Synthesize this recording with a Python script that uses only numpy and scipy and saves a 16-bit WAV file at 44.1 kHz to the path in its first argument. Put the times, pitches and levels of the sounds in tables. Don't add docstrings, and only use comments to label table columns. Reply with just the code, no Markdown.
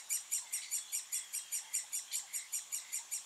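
import sys
import numpy as np
from scipy import signal
from scipy.fft import rfft, irfft
from scipy.io import wavfile
from scipy.ndimage import uniform_filter1d

SR = 44100
rng = np.random.default_rng(int(sys.argv[2]) if len(sys.argv) > 2 else 0)


def rack_gain(trim_db):
    fader = np.asarray(trim_db, float)
    return 10 ** (fader / 20)


def dump_mix(stems):
    frames = np.atleast_2d(stems).T
    limited = np.clip(frames, -1, 1)
    pcm = np.round(limited * 32767).astype(np.int16)
    wavfile.write(sys.argv[1], SR, pcm)


N = 143325
LEAD = SR // 5
EDGE_HZ = 15740

# pitch_hz, level_db (per Hz)
RUSTLE = [(30, -42), (100, -29), (200, -24.5), (480, -24.5), (800, -13), (1100, -11), (1500, -19),
          (2200, -40)]
# pitch_hz, level_db (per Hz)
SONG = [(1300, -46.5), (1600, -15.5), (2200, -13), (3500, -10.5), (5000, -17), (7000, -8.5), (11700, -24.5),
        (15600, -32)]
WASH_DB, RUSTLE_PATCHY_DB, SONG_PATCHY_DB = -56, 0.8, 2.5

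# start_s, length_s, level_db, pitch_hz
COOS = [
    (-.1, 0.13, -56.5, 2144),
    (0.441, 0.31, -57.5, 2107),
    (1.085, 0.19, -59.5, 2090),
    (1.635, 0.23, -59.5, 2070),
    (2.268, 0.22, -56, 2103),
    (2.798, 0.23, -59, 2093),
]
# start_s, length_s, level_db, from_hz, to_hz
FAR_NOTES = [(0.738, 0.24, -58, 3450, 3400), (0.876, 0.055, -58, 4000, 4480),
             (0.654, 0.17, -58.5, 4550, 4390), (0.911, .1, -66, 3160, 3250), (.42, 0.21, -64, 3590, 3300),
             (1.13, 0.15, -57, 3460, 3290), (1.266, 0.34, -61, 3266, 3180), (1.35, 0.13, -65, 2760, 2790),
             (1.601, 0.17, -63.5, 3290, 3240), (1.9, 0.14, -63, 3500, 3430),
             (2.069, 0.07, -58.5, 3250, 3240), (2.501, 0.16, -69, 3420, 3480),
             (0.401, 0.078, -62, 1037, 866), (1.6, 0.11, -64, 811, 894), (1.832, 0.026, -60, 755, 920),
             (2.22, .06, -63.5, 817, 780), (2.978, .06, -64.5, 886, 962)]
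COO_WIDTH_HZ, FAR_WIDTH_HZ = 224, 120

# pitch_hz, t60_s
TRUNK = [(2000, 0.064), (6000, 0.24), (9000, 0.085), (14000, 0.05)]
SLAP = [(2000, 0.056), (7000, 0.1), (14000, 0.023)]
WOOD = [(2000, 1), (6000, 1), (9000, 0.39), (14000, .25)]
TRUNK_DB, SLAP_DB, WOOD_DB = -7, -18, -17.5
TRUNK_S, SLAP_S, WOOD_S = 0.012, 0.05, 0.03
# pitch_hz, level_db
ECHO_COLOUR = [(1500, -16), (2400, -8), (4500, -3), (5800, -2), (6500, -3.5), (7200, 2), (8500, -3),
               (15000, -11)]
BLUR = 0.67

# pitch_hz, width_hz, level_db
HOLE = [(2130, 540, 0.5), (3005, 400, 2.5), (4080, 338, 5.5), (5968, 440, 2.5), (7213, 623, 5.5),
        (8873, 1170, 2), (9550, 670, 7), (11340, 1880, 3), (14560, 1320, -2)]
HOLE_CUT_HZ = 760

# start_s, length_s, effort_db, top_hz
YELPS = [
    (0.616, .035, -48.5, 1159),
    (2.111, 0.04, -45.5, 1185),
]
YELP_DB = [-20, -8, -2.5, 0.5, -12, -10, -12, -9]
YELP_ARCH, YELP_FLAT, YELP_RASP = 0.5, 0.45, 0.5
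YELP_WET_DB = 5

# start_s, break_s, drop_s
CALL_TIMES = [(-.115, -.09, -.05), (.101, .128, .167), (.316, .338, .377), (.527, .539, .576),
              (.713, .743, .778), (.924, .951, .987), (1.124, 1.145, 1.183), (1.332, 1.351, 1.385),
              (1.521, 1.546, 1.582), (1.735, 1.753, 1.785), (1.927, 1.953, 1.987), (2.130, 2.157, 2.189),
              (2.334, 2.354, 2.386), (2.527, 2.547, 2.583), (2.722, 2.747, 2.781), (2.925, 2.949, 2.982),
              (3.116, 3.139, 3.174)]
# effort_db, high_hz
CALL_EFFORTS = [(-31, 2965), (-33.5, 2950), (-34.5, 2910), (-35, 2885), (-36, 2890), (-35.5, 2885),
                (-35.5, 2880), (-37, 2885), (-35.5, 2900), (-35, 2880), (-37, 2890), (-36.5, 2880),
                (-37, 2855), (-37, 2890), (-37.5, 2890), (-38, 2875), (-38, 2885)]
LOW_DB = [-13, -12.5, -3.5, -6.5, -12.5, -21]
HIGH_DB = [-20.5, -6, -1.5, -12, -22, -43]
DROP_DB = [-14.5, -15, -20, -17, -59, -28]
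# pitch_hz, level_db
AIR = [(800, -52), (4500, -16.5), (7000, -7.5), (8200, -4), (9500, -14), (11600, -6), (15500, -39)]
LOW_HZ, LOW_CLIMB_HZ, CLIMB_POWER = 2272.6, 195.4, 2.67
SAG_HZ, SAG_POWER = 300, 2.5
DROP_HZ, DROP_FALL_HZ, DROP_S = 2200, 700, 0.021
HOOK_BASE_HZ = 2860
HOOK_GAIN, HOOK_S, EASE_GAIN, EASE_S = 2.63, 0.00463, 1.63, 0.00515
BREAK_S, BREAK_DB = 0.0014, 4.5
FALL_S, CATCH_DB = 0.004, -7
ATTACK_S, PUFF_S, PUFF_DB, HISS_DB = 0.006, 0.005, -12, -18.5
JITTER, SHIMMER_DB = 0.003, 2.6


def evened(x):
    return x / np.sqrt(np.mean(x ** 2) + 1e-20)


def read(points, hz):
    f, value = np.transpose(points)
    return np.interp(np.log(hz + 1), np.log(f + 1), value)


def add(mix, start_s, sound):
    part = mix[round(start_s * SR) + LEAD:][:len(sound)]
    part += sound[:len(part)]


def wobble(count, size):
    return evened(uniform_filter1d(uniform_filter1d(rng.standard_normal(count), size), size))


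def coloured(x, points):
    return irfft(rfft(x) * rack_gain(read(points, np.fft.rfftfreq(len(x), 1 / SR))), len(x))


def wash():
    hz = np.fft.rfftfreq(1024, 1 / SR)
    a, b, patches = rng.standard_normal((N // 256 + 5, 513, 3)).T
    patches = uniform_filter1d(patches, size=14, axis=0)
    patches = evened(uniform_filter1d(patches, size=16, axis=1))
    rustle = rack_gain(read(RUSTLE, hz)[:, None] + RUSTLE_PATCHY_DB * patches)
    song = rack_gain(read(SONG, hz)[:, None] + SONG_PATCHY_DB * patches)
    noise = signal.istft((a + 1j * b) * (rustle + song), nperseg=1024, noverlap=768)[1]
    return rack_gain(WASH_DB) * evened(noise[:N])


def far_note(start, length, db, from_hz, to_hz, width_hz):
    u = np.clip(np.arange(13230) / SR / length, 0, 1)
    r = np.exp(-np.pi * width_hz / SR)
    blur = rng.standard_normal(len(u)) + 1j * rng.standard_normal(len(u))
    for _ in range(2):
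        blur = signal.lfilter([1], [1, -r], blur)
    hz = from_hz + (to_hz - from_hz) * u
    tone = (blur * np.exp(2j * np.pi * np.cumsum(hz) / SR)).real
    return start, rack_gain(db) * np.sqrt(np.sin(np.pi * u)) * evened(tone)


def echoes(x, decay, delay_s):
    taps, at = np.zeros(SR), np.arange(0, SR - 20, 20)
    taps[at + rng.integers(0, 20, len(at))] = rng.choice([-1., 1.], len(at))
    hz, t, z = signal.stft(taps, SR, nperseg=128)
    fade = rack_gain(-60 * t / read(decay, hz)[:, None])
    tail = signal.istft(z * fade, SR, nperseg=128)[1]
    late = np.pad(x, (round(delay_s * SR), 0))
    return signal.fftconvolve(late, tail / np.linalg.norm(tail))[:len(x)]


def hole(x):
    hz = np.fft.rfftfreq(len(x), 1 / SR)
    rings = 0
    for k, (f_hz, width_hz, db) in enumerate(HOLE):
        rings = rings + (-1) ** k * rack_gain(db) / (1 + 2j * (hz - f_hz) / width_hz)
    low_cut = 1 + (HOLE_CUT_HZ / (hz + 1)) ** 4
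    return irfft(rfft(x) * rings / low_cut, len(x))


def stack(hz, levels_db):
    turns = 2 * np.pi * np.cumsum(hz) / SR
    voice = 0
    for k, db in enumerate(levels_db, 1):
        level = rack_gain(db + SHIMMER_DB * wobble(len(hz), size=90))
        tone = np.sin(k * turns + 2 * np.pi * rng.random())
        voice = voice + level * tone * (k * hz < 16000)
    return voice


def yelp(start, length, effort_db, top_hz):
    u = np.arange(2205) / SR / length
    arch = np.sin(np.pi * np.clip(u, 0, 1) ** 0.9)
    hz = top_hz * (1 - YELP_ARCH + YELP_ARCH * arch ** YELP_FLAT)
    rasp = 1 + YELP_RASP * wobble(len(u), size=24)
    return start, rack_gain(effort_db) * np.sqrt(arch) * stack(hz, YELP_DB) * rasp


def beg(start, break_s, drop_s, effort_db, high_hz):
    low_s, high_s = break_s - start, drop_s - break_s
    t = np.arange(4410) / SR - 4 * PUFF_S
    since_break, since_drop = t - low_s, t - low_s - high_s
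    up = np.clip(since_break / BREAK_S + 0.5, 0, 1)
    down = np.clip(since_drop / FALL_S + 0.5, 0, 1)
    gone = np.clip(since_drop / DROP_S, 0, 1)
    share = np.array([1 - up, up - down, down])

    over_hz = max(high_hz - HOOK_BASE_HZ, 0)
    hook_hz = HOOK_GAIN * over_hz * np.exp(-(t / HOOK_S) ** 2)
    ease_hz = EASE_GAIN * over_hz * np.exp(-abs(since_break) / EASE_S)
    low = LOW_HZ + LOW_CLIMB_HZ * np.clip(t / low_s, 0, 1) ** CLIMB_POWER + hook_hz
    high = high_hz - ease_hz - SAG_HZ * np.clip(since_break / high_s, 0, 1) ** SAG_POWER
    drop = DROP_HZ - DROP_FALL_HZ * gone
    hz = (share * [low, high, drop]).sum(0) * (1 + JITTER * wobble(len(t), size=60))

    levels_db = np.transpose([LOW_DB, HIGH_DB, DROP_DB]) @ share
    levels_db = levels_db + BREAK_DB * np.exp(-(since_break / BREAK_S) ** 2)
    levels_db = levels_db + CATCH_DB * np.exp(-(since_drop / FALL_S * 2) ** 2)
    shape = np.clip(t / ATTACK_S, 0, 1) * np.cos(gone * np.pi / 2)
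    air = evened(coloured(rng.standard_normal(len(t)), AIR))
    puff = rack_gain(PUFF_DB) * np.exp(-abs(t) / PUFF_S)
    breath = (rack_gain(HISS_DB) * shape * (1 - gone) + puff) * air
    return start - 4 * PUFF_S, rack_gain(effort_db) * (shape * stack(hz, levels_db) + breath)


def scene():
    chick, sibling, far = np.zeros((3, N + LEAD))
    for start, length, db, hz in COOS:
        add(far, *far_note(start, length, db, hz, hz, COO_WIDTH_HZ))
    for row in FAR_NOTES:
        add(far, *far_note(*row, FAR_WIDTH_HZ))
    for row in YELPS:
        add(sibling, *yelp(*row))
    for times, effort in zip(CALL_TIMES, CALL_EFFORTS):
        add(chick, *beg(*times, *effort))
    sent = hole(chick + rack_gain(YELP_WET_DB) * sibling)
    sent = coloured(sent * (1 + BLUR * wobble(len(sent), size=40)), ECHO_COLOUR)
    wet = rack_gain(TRUNK_DB) * echoes(sent, TRUNK, TRUNK_S)
    wet = wet + rack_gain(SLAP_DB) * echoes(sent, SLAP, SLAP_S)
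    wet = wet + rack_gain(WOOD_DB) * echoes(sent, WOOD, WOOD_S)
    nest = hole(chick + sibling)
    return ((nest + wet + far)[LEAD:] + wash())[None]


def roll_off(x):
    return signal.sosfilt(signal.butter(12, 15740, fs=SR, output="sos"), x)


def record(dry):
    low_pass = signal.firwin(511, EDGE_HZ, window=("kaiser", 9), fs=SR)
    mix = signal.oaconvolve(dry, low_pass[None], "same")
    return roll_off(mix)


dry = scene()
out = record(dry)
dump_mix(out)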